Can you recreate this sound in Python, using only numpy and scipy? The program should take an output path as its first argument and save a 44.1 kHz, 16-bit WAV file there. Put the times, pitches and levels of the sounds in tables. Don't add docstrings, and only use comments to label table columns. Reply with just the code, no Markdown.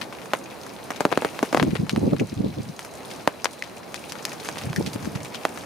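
import sys
import numpy as np
from scipy import signal
from scipy.fft import rfft, irfft, next_fast_len
from scipy.io import wavfile
from scipy.ndimage import uniform_filter1d

SR = 44100
rng = np.random.default_rng(int(sys.argv[2]) if len(sys.argv) > 2 else 0)


def dump(signal):
    limited = np.clip(np.atleast_2d(signal).T, -1, 1)
    pcm = np.round(limited * 32767).astype(np.int16)
    wavfile.write(sys.argv[1], SR, pcm)


N = 249165
TIME = np.arange(N) / SR
LEFT_RIGHT = np.array([[1], [-1]])

# start_s, wash_db, fine_patter_db
RAIN_LEVEL = [(0.0, -43, -48), (0.77, -43.5, -48.5), (1.27, -42, -44), (1.41, -42, -43), (1.48, -42.5, -43),
              (1.7, -47.5, -48), (2.0, -45.5, -49), (2.16, -49.5, -49.5), (2.66, -48, -50),
              (3.15, -41.5, -47), (3.27, -45, -49), (3.52, -46.5, -50), (3.81, -44, -50),
              (4.11, -43.5, -46), (4.48, -42, -44), (5.0, -43, -45), (5.48, -42, -46), (5.65, -43, -46)]
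# middle_s, peak_db, pitch_hz
EDDIES = [(1.623, -12.5, 195), (1.634, -9.5, 254), (1.649, -16, 258), (1.732, -11, 151),
          (1.758, -16.5, 440), (1.8, -13.5, 153), (1.836, -15, 195), (1.935, -12.5, 242), (1.979, -9, 265),
          (2.039, -15.5, 335), (2.079, -9.5, 219), (2.131, -11, 215), (2.135, -12, 500),
          (2.329, -16.5, 231.6), (2.37, -23.5, 102), (2.406, -11.5, 186), (2.445, -12, 229),
          (2.465, -13, 197), (2.605, -18.5, 145), (2.699, -23.5, 168), (4.673, -21, 137),
          (4.705, -19.5, 142), (4.785, -11.5, 152), (4.802, -13.5, 227), (4.81, -12.5, 360),
          (4.876, -16.5, 184), (4.96, -15.5, 238), (5.075, -15.5, 220), (5.159, -17.5, 125)]


def amp(db):
    return 10 ** (np.asarray(db) / 20)


def unit(x):
    return x / np.sqrt(np.mean(x ** 2))


def shape(points, hz):
    point_hz, point_db = np.transpose(points)
    octave_like = np.log(np.maximum(hz, 1))
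    return amp(np.interp(octave_like, np.log(point_hz), point_db))


def colour(x, points):
    size = next_fast_len(N + 4096)
    gain = shape(points, np.fft.rfftfreq(size, 1 / SR))
    return irfft(rfft(x, size) * gain, size)[..., :N]


def resonance(f, hz, q):
    s = 1j * f / hz
    return s / q / (s * s + s / q + 1)


def walk(rate):
    step = max(int(SR / rate), 1)
    stairs = np.repeat(rng.standard_normal(N // step + 1), step)
    return unit(uniform_filter1d(stairs, step)[:N])


def pair(side_db):
    return rng.standard_normal(N) + amp(side_db) * LEFT_RIGHT * rng.standard_normal(N)


def even(x):
    window = 700
    return x / np.sqrt(uniform_filter1d(np.mean(x ** 2, axis=0), window))


def swell(event, depth_db):
    start_s, rise_s, hold_s, fall_s, top_db = event
    before = 1 - (TIME - start_s) / rise_s
    after = (TIME - start_s - rise_s - hold_s) / fall_s
    away = np.maximum(before, after).clip(0)
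    return top_db - depth_db * away ** 2


def add(out, sound, at):
    i = max(int(at * SR), 0)
    out[:, i:i + sound.shape[1]] += sound[:, :N - i]


def rain(wash_gain_db=3.5, hiss_db=-3, fine_db=-1.5):
    # pitch_hz, density_db (per Hz)
    wash_tone = [(30, -29), (70, -8.5), (150, 0.5), (300, 1), (550, 0.5), (850, -2), (1300, -9),
                 (2500, -22), (6000, -33), (16000, -28.5)]
    # pitch_hz, density_db (per Hz)
    hiss_tone = [(500, -28), (1300, 1.5), (2400, 7), (4200, -2.5), (6500, 1), (10000, -0.5), (15500, -3.5)]
    s, *columns = np.transpose(RAIN_LEVEL)
    wash_db, patter_db = (np.interp(TIME, s, column) for column in columns)
    flicker_db = 1.2 * walk(25)
    wash_level = amp(wash_db + wash_gain_db + 0.19 * walk(11))
    wash = unit(colour(pair(side_db=-5.0), wash_tone)) * wash_level
    hiss = unit(colour(pair(side_db=-6.5), hiss_tone)) * amp(patter_db + hiss_db + flicker_db)
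    fine = unit(colour(drizzle(), hiss_tone)) * amp(patter_db + fine_db)
    return wash + hiss + fine


def drizzle(drops_per_s=260, scatter_db=7, click_t60=.008, rustle_db=-14, rustle_t60=0.23):
    out = np.zeros((2, N))
    t = np.arange(1024) / SR
    patches_hz = np.geomspace(1300, 9000, 12)
    for hz in patches_hz:
        chance = rng.random(N)
        weight = np.minimum(rng.exponential(size=N), 2.6)
        falls = chance < drops_per_s / len(patches_hz) / SR
        hits = falls * amp(scatter_db * weight)
        mid, side = rng.standard_normal((2, len(t)))
        fade = amp(-60 * t / click_t60) + amp(rustle_db - 60 * t / rustle_t60)
        rustle = (mid + .5 * LEFT_RIGHT * side) * fade
        ring = resonance(np.fft.rfftfreq(len(t), 1 / SR), hz, 2.8)
        patch = irfft(rfft(rustle) * ring)
        out += signal.oaconvolve(hits[None], unit(patch) * np.sqrt(hz), axes=1)[:, :N]
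    return out


def drops(gain_db=26, tick_db=-8, shiver_db=-1, soft=1.844, tick_hz=6000, lag_s=.0001,
          splash_t60=0.023, shiver_t60=0.048, bright_t60=0.08, side_db=-5):
    chirp_turns, seam_echo = .72, .42
    preroll_s, lead_s = .004, .0001
    out, size = np.zeros((2, N)), 4096
    f, t = np.fft.rfftfreq(size, 1 / SR), np.arange(size) / SR
    ports = np.exp(1j * np.pi * LEFT_RIGHT * lag_s * f / (1 + (f / 2200) ** 4))
    lows = 1 / (1 + (f / 1800) ** 2)
    radiation = (1j * f / (1j * f + 130)) ** 2

    def fading(noise, t60):
        return rfft(unit(noise * amp(-60 * t / t60))) / np.sqrt(size)

    for at, db, hz, splash_db, tail_db, pan_db, q in blows():
        echo_s = rng.uniform(.0005, .0022)
        purity = resonance(f, hz, np.clip(q - 1.5, 1e-3, 1))
        softness = 1 + 1j * f / (soft * hz)
        body = amp(db) * resonance(f, hz, q) * purity / softness * np.sqrt(1000 * q / hz)
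        tick = amp(splash_db + tick_db) * resonance(f, tick_hz, 1.92)
        chirp = np.exp(-2j * np.pi * chirp_turns * np.sqrt(f / hz))
        echo = seam_echo * f / (f + hz) * np.exp(-2j * np.pi * f * echo_s)
        travel = chirp * ports * (1 + echo)
        mid, side = rng.standard_normal((2, size))
        scatter = mid + amp(side_db) * LEFT_RIGHT * side
        strength = np.repeat(amp(6.5 * rng.standard_normal(size // 32).clip(-2, 2)), 32)
        returns = scatter * strength * np.clip(t / 0.0017 - .3, 0, 1)
        spray = fading(scatter, splash_t60)
        low_tail = lows * fading(returns, shiver_t60)
        high_tail = (1 - lows) * fading(returns, bright_t60)
        shiver = amp(tail_db + shiver_db) * chirp * (low_tail + high_tail)
        splash = tick * (travel + spray) / np.sqrt(2)
        wave = (body * travel + splash + (body + tick) * shiver) * radiation
        sound = np.roll(irfft(wave), int(preroll_s * SR), axis=1)
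        add(out, sound * amp(gain_db + LEFT_RIGHT * pan_db / 2), at - preroll_s - lead_s)
    return out


def blows():
    # time_s, level_db, pitch_hz, splash_tick_db, shiver_db, left_minus_right_db
    knocks = [(0.0141, -21, 1780, -35, 7.5, 6), (0.3346, -3.5, 800, -18.5, -1, -1),
              (0.9049, -12.5, 780, -24.5, 4, -1), (1.0063, -3.5, 450, -17.5, -3, 4.5),
              (1.0521, 3, 420, -18, -8.5, 2), (1.116, -17.5, 720, -30, 8, 7),
              (1.1258, -4, 560, -30, -3, 3.5), (1.1746, 1.5, 407, -18.5, -11, 2),
              (1.221, -10, 500, -29, 1.5, 1), (1.2479, -3.5, 530, -20, -2.5, 0.5),
              (1.391, -13.5, 1090, -29, -16, 0), (1.4281, -2, 368, -19.5, 0.5, 1),
              (1.5277, -8, 460, -22.5, 1.5, 2), (1.5465, 2, 444, -18, -6, 2),
              (1.567, -17.5, 660, -28, 7, 3), (1.573, -3, 555, -30, -8.5, 3.5),
              (1.5982, -4, 740, -27, -3, 5), (1.6276, -8.5, 1110, -21, -10, 3),
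              (1.7536, -18, 1290, -34, 5.5, 5.5), (1.895, -11.5, 2300, -29, -1.5, 0.5),
              (1.9617, -15, 1150, -30, -10, -5), (2.7924, -20, 1600, -24.5, -5, 1),
              (2.8485, -28.5, 1550, -28, 3.5, 2), (3.2754, 2, 570, -15.5, -8.5, 0),
              (3.4447, -11, 1090, -10, -8, 5.5), (3.4562, -5.5, 950, -48, -9, 4.5),
              (3.9435, -18.5, 1640, -21.5, -5, 7), (4.1218, -21.5, 2020, -20.5, -4, 4),
              (4.2524, -14, 2370, -12.5, -10, 1), (4.488, -13, 1080, -20.5, -1.5, -3),
              (4.5713, -20.5, 775, -38, -7, -8), (4.614, -25.5, 1640, -35, 4.5, -4),
              (4.7305, -19, 1240, -34, -14, -5), (4.9603, -26.5, 1000, -43, -10, 4),
              (5.452, -2, 740, -17.5, -11, -2), (5.5749, -22, 1140, -30.5, -1.5, 3)]
    # time_s, level_db, pitch_hz, splash_tick_db, shiver_db
    plinks = [(2.1975, -18.5, 2470, -26, -2), (3.6235, -14, 2070, -26.5, -15),
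              (4.7618, -17.5, 1810, -20, -1.5), (5.3533, -26, 3020, -26.5, -2)]
    cloth_q, plink_q = 0.61, 5.3
    knock_rows = [(*row, cloth_q) for row in knocks]
    plink_rows = [(*row, 0, plink_q) for row in plinks]
    return knock_rows + plink_rows + small_drops()


def small_drops(count=50):
    # (mean, spread) in dB; level and tick are over the fine patter, before the gains in drops()
    level_law, tick_law, pan_law = (17.5, 2), (9, 4.5), (1, 5)
    middle_hz, spread_octaves, q, shiver_db = 1650, 0.66, 0.81, 3
    s, _, patter_db = np.transpose(RAIN_LEVEL)
    fallen = np.cumsum(amp(np.interp(TIME, s, patter_db)) ** 2)
    times = np.interp(rng.random(count), fallen / fallen[-1], TIME)
    levels_db = np.interp(times, s, patter_db)
    chances = rng.standard_normal((count, 4)).clip(-2, 2)

    def vary(law, z):
        return law[0] + law[1] * z

    rows = []
    for at, db, (a, b, c, d) in zip(times, levels_db, chances):
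        hz = middle_hz * 2 ** (spread_octaves * b)
        rows.append((at, db + vary(level_law, a), hz, db + vary(tick_law, c),
                     shiver_db, vary(pan_law, d), q))
    return rows


def trill(hz=4050, q=10, flicker_db=2):
    event = (0.4, 1.7, 2.1, 0.2, -63)  # start_s, rise_s, hold_s, fall_s, level_db
    ring = resonance(np.fft.rfftfreq(N, 1 / SR), hz, q) ** 2
    band = irfft(rfft(pair(side_db=-4)) * ring, N)
    return unit(band) * amp(swell(event, depth_db=3) + flicker_db * walk(27))


def wind(gain_db=-3, brighten=1.0, knee_hz=330, strong_db=-28):
    # pitch_hz, density_db (per Hz), before the extra brightness
    wind_tone = [(25, -40), (45, -38), (80, -1), (130, 3), (210, 0.5), (300, -9), (450, -18.5), (700, -29),
                 (1100, -40), (2000, -69)]
    db = wind_level()
    rumble = even(colour(pair(side_db=-11.5), wind_tone))
    swirl = even(colour(pair(side_db=2.0), wind_tone))
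    low = signal.butter(3, knee_hz, "low", fs=SR, output="sos")
    high = signal.butter(3, knee_hz, "high", fs=SR, output="sos")
    brightness = amp(9.5 + brighten * (db - strong_db))
    return amp(db + gain_db) * (signal.sosfilt(low, rumble) + signal.sosfilt(high, swirl) * brightness)


def wind_level(depth_db=29.5, flutter_db=3, flutter_per_s=30, wake_db=-14.5, wake_s=0.012):
    # start_s, rise_s, hold_s, fall_s, level_db
    gusts = [(1.494, 0.11, 0.096, 0.37, -29.5), (1.863, 0.1, 0.17, 0.25, -25.5),
             (2.325, 0.079, 0.034, 0.38, -30), (4.488, 0.23, .35, 0.36, -32.5)]
    calm = amp(-90) ** 2
    gust_power = sum(amp(swell(gust, depth_db)) ** 2 for gust in gusts)
    power = gust_power * amp(flutter_db * walk(flutter_per_s)) ** 2
    for at, db, _ in EDDIES:
        power = power + amp(db + wake_db) ** 2 * np.exp(-((TIME - at) / wake_s) ** 2)
    return 10 * np.log10(calm + power)


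def buffets(gain_db=-2, side_db=-4, edge_db=-13, edge_rise=1.0, hard_db=-13, eddy_cycles=.6):
    out, half_s = np.zeros((2, N)), .03
    t = np.arange(-half_s, half_s, 1 / SR)
    phases = 2 * np.pi * rng.random((len(EDDIES), 4))
    for (at, db, hz), phase in zip(EDDIES, phases):
        turn = 2 * np.pi * hz * t
        sideways = amp(side_db) * LEFT_RIGHT * np.cos(1.42 * turn + phase[1])
        swing = np.cos(turn + phase[0]) + sideways
        edge_level = amp(edge_db + edge_rise * (db - hard_db))
        edge = edge_level * np.cos(2.33 * turn + phase[2:, None])
        passing = 1 / np.cosh(t * hz / eddy_cycles * np.sqrt(2))
        add(out, amp(db + gain_db) * (swing + edge) * passing, at - half_s)
    return out


def scene():
    # pitch_hz, gain_db
    mic_tone = [(2800, 0.5), (4600, 4.5), (6200, 0.5), (7700, -3.5), (9600, 0), (12000, -3), (15500, -6.5)]
    # pitch_hz, left_minus_right_db
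    port_balance = [(60, -1), (200, -2.5), (400, -3), (750, -0.5), (1300, 1), (2400, 5), (4400, 3),
                    (8000, -1.5), (15000, -6)]
    sound = colour(drops() + rain() + trill(), mic_tone)
    left_tone = [(hz, db / 2) for hz, db in port_balance]
    right_tone = [(hz, -db / 2) for hz, db in port_balance]
    heard = np.array([colour(sound[0], left_tone), colour(sound[1], right_tone)])
    return heard + wind() + buffets()


def record(dry):
    low_cut = signal.butter(3, 36, "high", fs=SR, output="sos")
    high_cut = signal.ellip(8, .2, 70, 15500, fs=SR, output="sos")
    return signal.sosfilt(np.vstack([low_cut, high_cut]), np.clip(dry, -1, 1))


dry = scene()
out = record(dry)
dump(out)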